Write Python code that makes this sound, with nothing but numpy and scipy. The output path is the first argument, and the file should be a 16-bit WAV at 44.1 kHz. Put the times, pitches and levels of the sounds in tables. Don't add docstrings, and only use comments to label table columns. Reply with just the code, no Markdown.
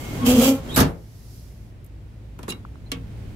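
import sys
import numpy as np
from scipy import signal
from scipy.fft import rfft, irfft
from scipy.io import wavfile

SR = 44100
rng = np.random.default_rng(int(sys.argv[2]) if len(sys.argv) > 2 else 0)


def dump(signal):
    limited = np.clip(np.atleast_2d(signal).T, -1, 1)
    pcm = np.round(limited * 32767).astype(np.int16)
    wavfile.write(sys.argv[1], SR, pcm)


N = 147735
T = np.arange(N) / SR
TAU = 2 * np.pi

# (frequency [Hz], relative density [dB per Hz], t60 [s])
CLASH_RING = [(1300, -9.5, 0.35), (2580, -7.5, 0.22), (5800, -4.5, .14), (8200, -9.5, 0.087),
              (12000, -3.5, 0.089)]


def from_db(db):
    return 10 ** (np.asarray(db) / 20)


def rms_one(x):
    return x / np.sqrt(np.mean(x ** 2) + 1e-20)


def in_time(rows, axis=1):
    rows = np.array(rows)
    return np.interp(T, rows[:, 0], rows[:, axis])


def level(rows, axis=1):
    times_s = [row[0] for row in rows]
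    outside_s = np.abs(T - np.clip(T, min(times_s), max(times_s)))
    return from_db(np.maximum(in_time(rows, axis=axis) - 500 * outside_s, -200))


def at_hz(rows, hz, axis=1):
    rows = np.array(rows)
    return np.interp(np.log(hz + 1e-9), np.log(rows[:, 0]), rows[:, axis])


def drift(rate_hz):
    r = np.exp(-TAU * rate_hz / SR)
    white = rng.standard_normal(N + SR)
    settled = signal.lfilter([1], [1, -2 * r, r * r], white)[SR:]
    return rms_one(settled)


def wavering(hz, jitter, rate_hz):
    return TAU * np.cumsum(hz + hz * jitter * drift(rate_hz)) / SR


def noise_pair():
    return rng.standard_normal((2, N))


def spread(pair):
    # (frequency [Hz], likeness of left and right, left minus right [dB])
    stereo_image = [(270, 0.9, 0), (1129, 0, 2.5), (2600, 0.079, -3.5)]
    size = pair.shape[1]
    hz = np.arange(size // 2 + 1) * SR / size
    sides = np.array([[1], [-1]])
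    alike = np.clip(at_hz(stereo_image, hz), -1, 1)
    mid, side = rfft(pair)
    left_right = np.sqrt(1 + alike) * mid + np.sqrt(1 - alike) * side * sides
    balance = from_db(sides * at_hz(stereo_image, hz, axis=2) / 2)
    return irfft(left_right * balance, size)


def coloured(pair, colour):
    hz = np.arange(N // 2 + 1) * SR / N
    low_cut = np.minimum(hz / colour[0][0], 1) ** 2
    shaped = irfft(rfft(pair) * from_db(at_hz(colour, hz)) * low_cut, N)
    return rms_one(spread(shaped))


def resonate(x, modes):
    out = 0
    for hz, width_hz, db in modes:
        r = np.exp(-np.pi * width_hz / SR)
        poles = [1, -2 * r * np.cos(TAU * hz / SR), r * r]
        gain = from_db(db) * np.sqrt((1 - r * r) / 2)
        out = out + gain * signal.lfilter([1, 0, -1], poles, x + 1e-18)
    return out


def slips():
    slips_per_s = 2200
    return rms_one(noise_pair() * (rng.random(N) < slips_per_s / SR))


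def strike(s, db, ring, crack_db=0):
    crack_t60_s = 0.029
    t = T[:SR * 3 // 4]
    lowest_hz = ring[0][0]
    centres_hz = 31.25 * 2 ** (np.arange(27) / 3)
    centres_hz = centres_hz[centres_hz > lowest_hz / 2]
    low_cut = np.minimum(centres_hz / lowest_hz, 1) ** 2
    gains = from_db(at_hz(ring, centres_hz)) * np.sqrt(centres_hz) * low_cut
    gains = rms_one(gains) / np.sqrt(len(centres_hz))
    white = spread(rng.standard_normal((2, 2 * len(t)))).reshape(2, 2, -1)
    out = 0
    for k, (hz, gain) in enumerate(zip(centres_hz, gains)):
        sos = signal.butter(2, [hz * .89, hz * 1.12], "band", fs=SR, output="sos")
        band = rms_one(signal.sosfilt(sos, white[:, k % 2]))
        out = out + gain * band * from_db(-60 * t / at_hz(ring, hz, axis=2))
    out = out * (1 + (from_db(crack_db) - 1) * from_db(-60 * t / crack_t60_s))
    return from_db(db - crack_db) * np.pad(out, ((0, 0), (int(s * SR), N)))[:, :N]


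def ring_modes(hits, modes):
    out = np.zeros((2, N))
    for s, db in hits:
        t = T[T >= s] - s
        for hz, mode_db, t60_s in modes:
            swell = -np.expm1(-hz * t)
            fade = from_db(db + mode_db - 60 * t / t60_s) * swell
            out[:, T >= s] += fade * np.sin(TAU * (hz * t + rng.random((2, 1))))
    return spread(out) / np.sqrt(2)


def engine_hum():
    # (frequency [Hz], relative level [dB])
    engine_lines = [(55.5, 1), (108, 1.5)]
    return sum(from_db(db) * np.sin(wavering(hz, 0.0379, 7.85)) for hz, db in engine_lines)


def yard():
    # (frequency [Hz], relative level [dB])
    yard_colour = [(50, -1), (110, -4.5), (300, -18), (1200, -36.5), (2100, -36.5), (6000, -48),
                   (16000, -55)]
    # (time [s], level [dB])
    yard_level = [(1.9, -43), (2.85, -40.5), (3.2, -35.5)]
    rumble = coloured(noise_pair(), yard_colour)
    return from_db(in_time(yard_level)) * (rumble + from_db(-2.5) * engine_hum())


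def panel_drone():
    # (time [s], level [dB])
    drone_level = [(0, -34.5), (.35, -23.5), (.62, -35.5), (.8, -25.5)]
    # (frequency [Hz], width [Hz], relative level [dB])
    drone_modes = [(62.6, 27, 8.2), (111, 67, 15), (238.5, 18, 8.3)]
    return level(drone_level) * rms_one(spread(resonate(noise_pair(), drone_modes)))


def hinge_scrape():
    # (time [s], level [dB])
    scrape_level = [(0, -42.5), (.245, -45), (.265, -19), (.312, -23), (.365, -28.5), (.452, -18.5),
                    (.49, -22), (.535, -36), (.62, -56), (.76, -46)]
    # (frequency [Hz], relative level [dB])
    scrape_colour = [(600, 10), (1700, -8.5), (3000, 2.5), (4200, -7), (7500, -1), (9500, -7),
                     (13500, -3.5), (16000, -7)]
    grind = slips()
    ringing = signal.fftconvolve(grind, strike(0, 0, CLASH_RING), axes=1)[:, :N]
    return level(scrape_level) * coloured(grind + rms_one(ringing), scrape_colour)


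def hinge_groan():
    # (time [s], frequency [Hz])
    groan_pitch = [(.31, 250), (.4, 259.7), (.54, 267.3)]
    # (time [s], fundamental level [dB], overtone level [dB])
    groan_level = [(.235, -23.5, -63), (.305, -12, -22), (.355, -17.5, -31), (.425, -25, -24.5),
                   (.495, -13, -26), (.548, -20.5, -36), (.585, -39.5, -35.5)]
    overtones_db = [1.5, -11.5, -18, -17]
    # (time [s], level [dB])
    judder_level = [(.21, -47), (.268, -16), (.335, -37), (.39, -11), (.435, -24.5), (.53, -26.5)]
    jitter, flutter_db = 0.025, 3
    judder_hz, judder_octave_db = 233, -7

    phase = wavering(in_time(groan_pitch), jitter, 100)
    low = level(groan_level) * np.sin(phase)
    high = 0
    for k, db in enumerate(overtones_db, 2):
        gain = from_db(db + flutter_db * drift(48))
        high = high + gain * np.sin(k * phase + TAU * rng.random())
    second = wavering(judder_hz, jitter, 92)
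    octave_gain = from_db(judder_octave_db + flutter_db * drift(35))
    judder = level(judder_level) * (np.sin(second) + octave_gain * np.sin(2 * second))
    return np.sqrt(2) * (low + level(groan_level, axis=2) * high + judder)


def squeaks():
    # (start [s], length [s], frequency [Hz], fundamental level [dB])
    squeak_events = [(-0.02, .23, 2150, -46.5), (0.195, .08, 1094, -36.5), (0.688, 0.035, 3260, -40),
                     (0.708, 0.05, 3760, -39), (0.74, 0.021, 3864, -33), (2.859, 0.027, 4090, -58)]
    harsh_db = -31.5
    out = 0
    for s, length_s, hz, db in squeak_events:
        progress = (np.clip(T, s, s + length_s) - s) / length_s
        gain = from_db(db) * np.sqrt(np.abs(np.sin(np.pi * progress)))
        phase = np.array([wavering(hz, .025, 400) for _ in range(2)])
        harshness = np.minimum(gain / from_db(harsh_db), 1) ** 2
        overtones = harshness * (np.sin(2 * phase) + np.sin(3 * phase))
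        out = out + gain * (np.sin(phase) + overtones)
    return spread(out)


def slam():
    # (time [s], clash level [dB], body level [dB])
    contacts = [(0.7607, -16, -24), (0.767, -22, -12), (0.7757, -16.5, -11), (.789, -19.5, -15.5),
                (.802, -16, -13.5)]
    # (frequency [Hz], relative density [dB per Hz], t60 [s])
    body_ring = [(50, 8, 0.34), (130, 10, 0.32), (520, -5.5, 0.39), (1630, -4.5, 0.18), (2660, -30.5, 0.27)]
    out = 0
    for s, clash_db, body_db in contacts:
        out = out + strike(s, clash_db, CLASH_RING) + strike(s, body_db, body_ring)
    return out


def panel_booms():
    # (time [s], level [dB])
    booms = [(.772, -12), (.81, -10), (2.92, -27.5), (2.968, -32.5)]
    # (frequency [Hz], relative level [dB], t60 [s])
    panel_modes = [(102, 5.5, 0.067), (168.8, -7, 0.39), (264.5, 0.5, 0.19), (473.6, -10, 0.24),
                   (1580, -27, .15)]
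    return ring_modes(booms, panel_modes)


def palm():
    # (time [s], level [dB])
    palm_level = [(.95, -64), (1.36, -53.5), (1.7, -68)]
    # (frequency [Hz], relative level [dB])
    palm_colour = [(5200, 7.5), (8500, 0), (12000, 4.5), (16000, -4)]
    return level(palm_level) * coloured(noise_pair(), palm_colour)


def finger_ticks():
    # (time [s], level [dB])
    tick_events = [(1.844, -47), (1.862, -50)]
    # (frequency [Hz], relative density [dB per Hz], t60 [s])
    tick_ring = [(12540, 0, 0.037)]
    return sum(strike(s, db, tick_ring) for s, db in tick_events)


def handle_clicks():
    # (time [s], click onset level [dB], knock onset level [dB])
    handle_events = [(2.389, -48, -27.5), (2.43, -37, -28), (2.48, -49, -17.5), (2.523, -34.5, -31.5),
                     (2.917, -19, -23)]
    # (frequency [Hz], relative density [dB per Hz], t60 [s])
    click_ring = [(2920, -0.5, 0.19), (4040, -6, 0.12), (14700, -15, 0.043)]
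    # (frequency [Hz], relative density [dB per Hz], t60 [s])
    knock_ring = [(199.9, 7.5, 0.49), (635, -1.5, 0.14), (1130, -5, 0.27), (3920, -29, 0.3)]
    crack_db = 11.5
    out = 0
    for s, click_db, knock_db in handle_events:
        out = out + strike(s, click_db, click_ring, crack_db=crack_db)
        out = out + strike(s, knock_db, knock_ring, crack_db=crack_db)
    return out


def bolt():
    # (time [s], drive level [dB])
    bolt_level = [(2.482, -41), (2.496, -28), (2.508, -26.5), (2.535, -71)]
    # (frequency [Hz], width [Hz], relative level [dB])
    bolt_modes = [(2785, 20, -7), (3890, 15, -5), (4030, 1500, -7), (6620, 220, -10.5), (7470, 360, -8.5),
                  (10480, 220, -8.5)]
    drive = slips() * level(bolt_level) * (T > bolt_level[0][0])
    return spread(resonate(drive, bolt_modes)) / 2


def latch():
    # (time [s], level [dB])
    latch_hits = [(2.521, -33.5), (2.9172, -25.5)]
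    # (frequency [Hz], relative level [dB], t60 [s])
    latch_modes = [(1140, -11.5, 0.15), (2197, -9, 0.14), (2850, 4.5, 0.038), (5450, 0.5, 0.018)]
    return ring_modes(latch_hits, latch_modes)


def finger_taps():
    # (time [s], level [dB])
    tap_events = [(2.6505, -27), (2.756, -37.5)]
    # (frequency [Hz], relative level [dB], t60 [s])
    tap_modes = [(1060, 8, 0.0067), (1370, -1.5, 0.01)]
    return ring_modes(tap_events, tap_modes)


def scene():
    closing = panel_drone() + hinge_scrape() + hinge_groan() + squeaks() + slam()
    opening = finger_ticks() + handle_clicks() + bolt() + latch() + finger_taps()
    return yard() + closing + panel_booms() + palm() + opening


def record(dry):
    cutoff_hz = 15600
    sos = signal.ellip(10, .1, 90, cutoff_hz, fs=SR, output="sos")
    return signal.sosfilt(sos, np.clip(dry, -.85, .85))


dry = scene()
out = record(dry)
dump(out)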